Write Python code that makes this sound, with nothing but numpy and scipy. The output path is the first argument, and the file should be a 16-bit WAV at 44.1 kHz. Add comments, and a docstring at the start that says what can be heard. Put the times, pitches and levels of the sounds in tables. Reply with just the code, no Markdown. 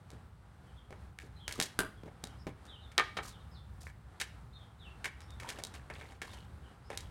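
"""Stick handling on a driveway, heard from the lawn, with light wind on the microphone and a distant town hush.
A hockey blade taps a puck over asphalt and a plastic pad, amid dull footfalls; small birds chirp in the trees.
One shot bangs into the garage door, then the stick is slapped on the ground; short blade drags come before
and after. Blows are noise bursts that ring decaying modes, chirps are gliding whistles, air and drags are
shaped noise. Garage and fence throw the clacks back; a faint dull tail returns from the houses around."""
import sys
import numpy as np
from scipy import signal
from scipy.fft import rfft, irfft
from scipy.io import wavfile
from scipy.ndimage import uniform_filter1d

SR = 44100
rng = np.random.default_rng(int(sys.argv[2]) if len(sys.argv) > 2 else 0)


def to_wav(s):
    """Save 16-bit WAV."""
    ch = np.atleast_2d(s).T  # columns
    pcm = np.round(np.clip(ch, -1, 1) * 32767)  # PCM
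    wavfile.write(sys.argv[1], SR, pcm.astype(np.int16))


N = 313492
TIME = np.arange(N) / SR
SHORT = TIME[:SR // 2]  # half a second, for blows and echo tails

# Spectrum of wind on the microphone. Each row: frequency in Hz, relative density in dB per Hz.
WIND_SPECTRUM = [(20, -38.5), (32, -22.5), (45, -11), (62, 3), (85, -2), (110, -3.5), (150, -9.5),
                 (200, -14), (280, -39), (600, -55)]
# Spectrum of the still air of the neighbourhood. Each row: frequency in Hz, relative density in dB per Hz.
TOWN_SPECTRUM = [(110, -29.5), (200, -2), (360, -6.5), (660, -9.5), (790, -5), (1000, -9), (1350, -8),
                 (2500, -20.5), (3800, -22.5), (5000, -27.5), (6800, -32), (8800, -27.5), (13500, -43),
                 (16000, -82.5)]
# Swell of the wind. Each row: time in seconds, relative level in dB.
WIND_GUSTS = [(0.0, -54.5), (0.59, -57), (0.75, -55.5), (2.12, -55), (2.67, -56), (3.28, -52.5), (4.2, -56),
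              (5.13, -55), (6.1, -55), (7.11, -53)]
# Swell of the town's hush. Each row: time in seconds, level in dB before its drift.
TOWN_HUSH = [(0, -63), (1.0, -63), (2.4, -61.5), (3.3, -60.5), (4.4, -63), (5.8, -58.5), (6.6, -62.5),
             (7.11, -60.5)]
# Blade clacks, with a few of their duller late echoes as rows of their own. Each row: start in seconds,
# relative strength in dB, body in dB (low end that the ground adds), edge in dB (treble from the hardness
# of the contact), relative chatter in dB, garage echo in dB.
BLADE_CLACKS = [(0.103, -25.5, 10, 5, -10, -4), (0.906, -22.5, 15.5, -4.5, -4, -9),
                (0.926, -14, 8.5, -16, -5, -17), (1.187, -6.5, -15, -10, -23, -8.5),
                (1.479, -0.5, -5, -1.5, -8, -9), (1.51, -4.5, -12, -22, -6, -18),
                (1.524, -16, -4, 11.5, -6, -21), (1.6, 5, -2, 1.5, -8, -3), (1.624, -7, -4, 11, 0, -9),
                (2.078, -21, 13.5, -15, 5, -17), (2.239, -12.5, 7, 7.5, -13.5, -11),
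                (2.468, -10.5, 10.5, -11, 0, -25), (2.492, -19, 4, -12, -9, -22), (2.653, -34, 8, 9, 0, 1),
                (2.917, -18.5, -7, -5.5, 1, -29), (3.818, -30, -6, 8, -6, -12),
                (3.868, -6, -6.5, -36, -6.5, -16), (4.2, -0.5, -11.5, -2.5, 4.5, 6),
                (5.043, 2.5, -9.5, -9, 3.5, 3), (5.205, -21, -4, 0, -4, -2), (5.305, -29, 9, 7, -10, -14),
                (5.399, -8.5, -7, -5.5, 3, -23), (5.432, -12, 1, -9, -6, -12), (5.489, -5, -5, 0.5, 2, -1),
                (5.586, -12, 11, -3, 5, -5), (5.637, -17, 8.5, 15, -12, -4), (5.739, -21.5, 2, 3.5, 2, 1.5),
                (5.9, -4, 1.5, -17.5, 3, -13), (6.011, -10, -3, -15, -2, -20),
                (6.108, -22.5, 5.5, -5.5, 3, 3.5), (6.217, -.5, -3.5, -9, 1, -11),
                (6.334, -17.5, 4.5, -1, 1, -6.5), (6.902, -8.5, 11.5, -9, -2, -6),
                (6.928, -10.5, 7, -12, 6, -20), (6.974, -9, -5, 7.5, -8.5, -22)]
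# Ringing of the blade. Each row: frequency in Hz, relative level in dB, 60 dB decay in seconds.
BLADE_MODES = [(584, 9, 0.072), (797, 11, 0.094), (1810, 3, 0.032), (1810, -17, 0.071),
               (2206, 11.5, 0.0252), (2300, 4.5, 0.06), (3310, 3.5, 0.038), (3794, 12, 0.045)]
# Colour of a middling clack. Each row: frequency in Hz, gain in dB.
CLACK_COLOUR = [(70, -6.5), (220, -4.5), (480, 0), (800, -2), (1250, -4), (1650, 1.5), (2300, -2),
                (3800, -2), (5200, -3), (9500, -6.5), (15500, -24)]
# Footfalls and dull bumps. Each row: start in seconds, relative strength in dB, 60 dB decay in seconds.
FOOTFALLS = [(0.129, -6, 0.14), (0.923, -7.5, 0.049), (1.234, -6.5, 0.3), (1.578, -3, 0.078),
             (1.589, 7.5, 0.064), (1.611, -0.5, 0.14), (2.034, -3, 0.033), (2.058, -3, 0.092),
             (2.237, 0.5, 0.057), (2.468, 6, 0.13), (6.228, -11, 0.061), (6.9, -18, 0.11)]
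# Bird chirps. Each row: start in seconds, length in seconds, top pitch in Hz, end pitch in Hz,
# level in dB before the paths to the microphone.
BIRD_CHIRPS = [(0.664, 0.048, 3200, 2890, -72), (0.758, .06, 3500, 3050, -65),
               (1.353, .04, 4140, 3700, -64), (1.386, 0.095, 3350, 3130, -58),
               (1.961, 0.056, 3280, 3200, -70), (2.283, 0.037, 3120, 2970, -66),
               (2.38, 0.052, 5380, 5150, -68.5), (2.675, 0.098, 3770, 2896, -54),
               (2.803, 0.072, 3970, 3400, -61.5), (3.301, 0.067, 3950, 2890, -62.5),
               (3.38, 0.08, 4100, 2590, -71.5), (3.506, 0.096, 5300, 3130, -63),
               (4.527, 0.051, 4090, 3570, -59), (4.596, .035, 3500, 3130, -61.5),
               (4.783, 0.12, 3900, 2585, -57), (5.213, 0.027, 5630, 5200, -65.5),
               (5.275, 0.085, 3760, 3500, -65.5), (6.287, 0.094, 3530, 2880, -62.5),
               (6.629, 0.048, 3194, 2930, -66.5), (6.838, 0.058, 5100, 5260, -70.5)]
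# Blade drags over grit and pad. Each row: start in seconds, length in seconds, grit level in dB,
# grit treble in dB.
BLADE_DRAGS = [(1.202, 0.079, -67, 4), (1.481, 0.13, -56.5, 1), (1.63, 0.06, -60, 26),
               (3.225, 0.11, -55.5, 9), (3.805, 0.11, -64, 16), (5.402, 0.23, -56, -7.5),
               (5.737, 0.064, -59, -6), (5.923, 0.25, -61, -6), (6.217, 0.24, -61.5, -2),
               (6.894, 0.2, -62.5, -6.5)]
# The shot on the garage door. One row: relative strength in dB, body in dB, edge in dB, relative chatter
# in dB, garage echo in dB.
DOOR_SHOT = (0, 4, -0.5, -4, -6.5)
# Ringing of the door panel. Each row: frequency in Hz, relative level in dB, 60 dB decay in seconds.
DOOR_MODES = [(151, -7, .18), (200, -1.5, 0.082), (287, -1, 0.08), (360, 0, 0.071), (437, -1, 0.13),
              (632, -3, 0.1), (1240, -8, 0.06), (1307, -3, 0.048), (1510, 7.5, 0.019), (1550, 3, .07),
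              (1580, 0, 0.067), (4800, -1, 0.015)]
# Colour of the door blow. Each row: frequency in Hz, gain in dB.
DOOR_COLOUR = [(70, 0), (220, -2.5), (480, -1.5), (800, -5.5), (1250, -1.5), (1650, -3.5), (2300, -5),
               (3800, -1.5), (5200, -11), (9500, -0.5), (15500, -17)]
# The stick slapped flat on the ground: heel, toe, one bounce. Each row: start in seconds, relative strength
# in dB, body in dB, edge in dB, relative chatter in dB, garage echo in dB.
STICK_SLAPS = [(2.9793, 7.6, -2.5, 6, -10, 1), (2.985, 13.3, -4.5, -21, -2, -3.5),
               (3.169, 1.5, 2, -4.5, 8, 0)]
# Ringing of the whole shaft. Each row: frequency in Hz, relative level in dB, 60 dB decay in seconds.
SHAFT_MODES = [(376, 0, 0.096), (474, -11, 0.054), (800, -1.5, 0.11), (1216, 6, 0.12), (1275, 3.5, 0.075),
               (1376, -5, 0.085), (1640, -8, 0.07), (1500, -15, 0.097), (1815, 1.5, 0.12), (2274, 1, 0.05),
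               (3160, -4, 0.045), (3820, -5, 0.028)]
# Colour of a middling slap. Each row: frequency in Hz, gain in dB.
SLAP_COLOUR = [(70, -19), (220, -7.5), (480, -2), (800, 0), (1250, -1), (1650, 1), (2300, -1.5),
               (3800, 1.5), (5200, -5.5), (9500, -16.5), (15500, -31.5)]

# body acts in full below its first frequency and not above its second; edge the other way round
BODY_HZ, EDGE_HZ = (740, 1650), (2300, 3800)
FENCE_S = 0.032  # lag of the fence echo behind the direct sound
# every chirp flicks up to its top pitch, then slides to its end pitch and levels off
CHIRP_RISE_S, CHIRP_RISE_OCT, CHIRP_EASE = 0.018, 0.2, 1.6
# the blade skips more on smooth ground than on sharp grit: clatter against grit level,
# and its loss per dB of grit treble
CLATTER_DB, CLATTER_DB_PER_TREBLE = -1.5, 0.2
SHOT_S = 1.7897  # moment at which the shot lands on the garage door
# the door panel then knocks in its track: spacing, first knock and loss per knock, added body and edge
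RATTLE_S = 0.0143
RATTLE_DB, RATTLE_LOSS_DB, RATTLE_BODY_DB, RATTLE_EDGE_DB = -15.5, 4, 6, -6
TOP_HZ = 15900  # upper limit of the recorder


def amp(db):
    """Decibels to gain."""
    return 10 ** (np.asarray(db) / 20)


def unit(x):
    """Scale to an energy of one."""
    return x / np.sqrt(np.sum(x ** 2))


def level(x, db):
    """Scale to an rms level."""
    return unit(x) * np.sqrt(len(x)) * amp(db)


def fade(t60):
    """Exponential decay, 60 dB down after t60 seconds."""
    return np.exp(-np.log(1000) * SHORT / max(t60, 1 / SR))


def add(out, s, x):
    """Mix x into out from time s."""
    i = int(s * SR)
    out[i:i + len(x)] += x[:len(out) - i]


def late(x, s):
    """Delay by s seconds."""
    return np.concatenate([np.zeros(int(s * SR)), x])[:len(x)]


def through(x, response):
    """Pass a sound through an impulse response."""
    return signal.fftconvolve(x, response)[:len(x)]


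def colour(x, points):
    """Causal minimum-phase filter whose gain follows (Hz, dB) points."""
    size = 4096
    hz, db = np.transpose(points)
    grid = np.maximum(np.arange(size // 2 + 1) * SR / size, 1)
    gain_db = np.interp(np.log(grid), np.log(hz), db)
    # folding the cepstrum forward in time makes the filter causal
    cepstrum = irfft(np.log(amp(gain_db)))
    cepstrum[1:size // 2] *= 2
    cepstrum[size // 2 + 1:] = 0
    return through(x, irfft(np.exp(rfft(cepstrum))))


def walk(rate):
    """Slow random drift with an rms of one, from random values drawn rate times a second and smoothed."""
    k = int(SR / rate)
    held = np.repeat(rng.standard_normal(N // k + 1), k)
    smooth = uniform_filter1d(uniform_filter1d(held, k), k)
    return level(smooth[:N], 0)


def air(wind_db=2.0, gust_db=1.5, drift_db=1.82):
    """Wind buffets the microphone over the even hush of the distant town: two coloured, drifting noises."""
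    wind = level(colour(rng.standard_normal(N), WIND_SPECTRUM), wind_db)
    town = level(colour(rng.standard_normal(N), TOWN_SPECTRUM), 0)
    gusts_db = np.interp(TIME, *np.transpose(WIND_GUSTS)) + gust_db * walk(9)
    hush_db = np.interp(TIME, *np.transpose(TOWN_HUSH)) + drift_db * walk(12)
    return wind * amp(gusts_db) + town * amp(hush_db)


def burst(envelope):
    """A spray of tiny impacts under an envelope, with its energy spread evenly over frequency."""
    x = rng.standard_normal(len(envelope)) * envelope
    gate = np.minimum(1, 4 * envelope / envelope.max())
    for _ in range(6):
        # a hard contact excites all frequencies alike, yet stays within its short span
        flat = irfft(np.exp(1j * np.angle(rfft(x))), len(x))
        x = gate * flat
    return unit(x)


def contact(db, body_db, edge_db, chatter_db, tone, contact_s, chatter_t60):
    """A hard crack and a chatter as the parts settle, coloured by the ground and the contact's hardness."""
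    # the contact force peaks after two contact times, then lets go
    crack = burst((SHORT / contact_s) ** 2 * np.exp(-SHORT / contact_s))
    chatter = amp(chatter_db) * late(burst(fade(chatter_t60)), 0.002)
    hz, tone_db = np.transpose(tone)
    body = np.interp(hz, BODY_HZ, [body_db, 0])
    edge = np.interp(hz, EDGE_HZ, [0, edge_db])
    return amp(db) * colour(unit(crack + chatter), np.transpose([hz, tone_db + body + edge]))


def ringing(modes, db, scatter_db=4.0):
    """Response of a struck body: the blow plus decaying modes, whose shares depend on where it lands."""
    out = signal.unit_impulse(len(SHORT))
    for hz, mode_db, t60 in modes:
        share = amp(db + mode_db + scatter_db * rng.uniform(-1, 1))
        per_sample = 2 * np.log(1000) / (t60 * SR)  # evens out the peaks of long and short modes
        out = out + share * per_sample * fade(t60) * np.cos(2 * np.pi * hz * SHORT)
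    return out


def blows(table, modes, tone, ring_db, contact_s, chatter_t60, wall_s, wall_edge_db, fence_db, fence_edge_db,
          wall_chatter_db=-3, fence_chatter_db=5):
    """Each row rings the body and arrives direct, off the flat garage wall, and scattered by the fence."""
    out = np.zeros(N)
    for s, db, body_db, edge_db, chatter_db, echo_db in table:
        # each path: lag in seconds, then changes of strength, edge and chatter in dB
        paths = [(0, 0, 0, 0),
                 (wall_s, echo_db, wall_edge_db, wall_chatter_db),
                 (FENCE_S, fence_db, fence_edge_db, fence_chatter_db)]
        for lag, path_db, dull_db, smear_db in paths:
            hit = contact(db + path_db, body_db, edge_db + dull_db, chatter_db + smear_db,
                          tone, contact_s, chatter_t60)
            add(out, s + lag, through(hit, ringing(modes, ring_db)))
    return out


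def clacks():
    """Light taps, and their late echoes, carry the ring of the blade only."""
    return amp(-3.5) * blows(
        BLADE_CLACKS, BLADE_MODES, CLACK_COLOUR, ring_db=-9.5, contact_s=0.00045, chatter_t60=0.069,
        wall_s=0.0125, wall_edge_db=-2.5, fence_db=-13, fence_edge_db=0)


def feet():
    """Footfalls and bumps: soft, heavy contacts with little treble, as decaying bursts."""
    out = np.zeros(N)
    for s, db, t60 in FOOTFALLS:
        add(out, s, amp(db) * burst(fade(t60)))
    return colour(out, [(50, -7.0), (160, 2), (400, -2), (800, -14.5),
                        (1600, -22), (4000, -29.5), (12000, -45)])


def birds(trees_t60=0.34, flutter_db=3.5, direct_db=-6, house_db=-9, trees_db=-4):
    """Burry, arched and gliding whistles that arrive mostly as echoes from houses and trees."""
    out = np.zeros(N)
    burr = 1 + 0.024 * walk(700) + 0.014 * walk(150)  # quick wobble of the pitch
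    flutter = amp(flutter_db * walk(120))
    for s, length, top_hz, end_hz, db in BIRD_CHIRPS:
        t = TIME[:int(length * SR)]
        now = slice(int(s * SR), int(s * SR) + len(t))
        rise = 2 ** (-CHIRP_RISE_OCT * np.interp(t, [0, CHIRP_RISE_S], [1, 0]) ** 2)
        still_to_go = np.interp(t, [CHIRP_RISE_S, length], [1, 0]) ** CHIRP_EASE
        slide = end_hz + (top_hz - end_hz) * still_to_go
        whistle = np.sin(2 * np.pi * np.cumsum(rise * slide * burr[now]) / SR)
        arch = np.sqrt(t * (length - t))
        add(out, s, level(whistle * arch * flutter[now], db))
    trees = late(unit(rng.standard_normal(len(SHORT)) * fade(trees_t60)), 0.0051)
    return amp(direct_db) * out + amp(house_db) * late(out, 0.014) + amp(trees_db) * through(out, trees)


def clatter(length, per_s=260, low_hz=600, high_hz=4600, cycles=24, spread_db=5):
    """Uneven little knocks of a skipping blade; each rings for a few cycles at its own pitch."""
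    out = np.zeros(length)
    for when, pitch, size in rng.random((int(per_s * length / SR) + 1, 3)):
        hz = low_hz * (high_hz / low_hz) ** np.sqrt(pitch)
        strength = amp(spread_db * min(-np.log(size), 3))
        knock = strength * fade(cycles / hz) * np.sin(2 * np.pi * hz * SHORT)
        add(out, when * length / SR, knock)
    return out


def scrapes(grit_db=3, judder_db=3, judder_s=0.00597):
    """Grit snaps under the sliding blade, which judders as it catches; pressure comes fast and eases off."""
    out = np.zeros(N)
    for s, length, db, treble_db in BLADE_DRAGS:
        u = np.linspace(0, 1, int(length * SR))
        pressure = np.minimum(u * 20, 1) * np.sqrt(1 - u)
        # about a quarter of the samples carry a grain, of uneven size
        grain_size = amp(grit_db * np.minimum(rng.exponential(size=N), 3))
        grains = rng.standard_normal(N) * (rng.random(N) < 0.25) * grain_size
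        grains = (grains * amp(judder_db * walk(1 / judder_s)))[:len(u)]
        grit = colour(grains, [(100, 7.5), (500, 6.0), (2000, -4.5), (4500, treble_db - 3.5),
                               (9000, treble_db - 5.5), (15000, treble_db - 18.5)])
        clatter_db = db + CLATTER_DB - CLATTER_DB_PER_TREBLE * treble_db
        skips = level(clatter(len(u)) * pressure, clatter_db)
        add(out, s, level(grit * pressure, db) + skips)
    return out


def door(count=3):
    """The shot lands on the garage door; its panel booms and rattles, weaker on every knock."""
    db, body_db, edge_db, chatter_db, echo_db = DOOR_SHOT
    hits = [(SHOT_S, db, body_db, edge_db, chatter_db, echo_db)]
    for k in range(count):
        knock_s = SHOT_S + (k + 2) * RATTLE_S
        knock_db = db + RATTLE_DB - k * RATTLE_LOSS_DB
        hits.append((knock_s, knock_db, body_db + RATTLE_BODY_DB, edge_db + RATTLE_EDGE_DB,
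                     chatter_db, echo_db))
    return blows(hits, DOOR_MODES, DOOR_COLOUR, ring_db=8.5, contact_s=0.00058, chatter_t60=0.11,
                 wall_s=0.0142, wall_edge_db=-1.0, fence_db=-27, fence_edge_db=-5)


def slaps():
    """A flat slap on the ground rings the whole shaft."""
    return amp(-4.0) * blows(
        STICK_SLAPS, SHAFT_MODES, SLAP_COLOUR, ring_db=4, contact_s=0.00035, chatter_t60=0.08,
        wall_s=0.018, wall_edge_db=-15.5, fence_db=-23, fence_edge_db=-4.5)


def yard(x, near_t60=0.15, near_db=-10, far_t60=0.37, far_db=-17):
    """Quick scatter from garage and fence, then a faint dull tail from the houses around."""
    near = late(unit(rng.standard_normal(len(SHORT)) * fade(near_t60)), 0.011)
    far = late(unit(rng.standard_normal(len(SHORT)) * fade(far_t60)), 0.055)
    near = colour(near, [(150, 1.0), (1500, 2.0), (5000, -3.0), (14000, -7.0)])
    far = colour(far, [(150, 4), (900, -5.5), (2000, 0.0), (4000, -3.5), (8000, -9.5), (14000, -7)])
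    return x + through(x, amp(near_db) * near + amp(far_db) * far)


def scene():
    """The play on the driveway, with birds and wind around it, on one channel."""
    play = clacks() + feet() + scrapes() + door() + slaps()
    return (air() + birds() + yard(play))[None]


def record(dry):
    """The recorder cuts the top with a steep low-pass."""
    low_pass = signal.ellip(8, 0.2, 70, TOP_HZ, fs=SR, output="sos")
    return signal.sosfilt(low_pass, dry)


dry = scene()
out = record(dry)
to_wav(out)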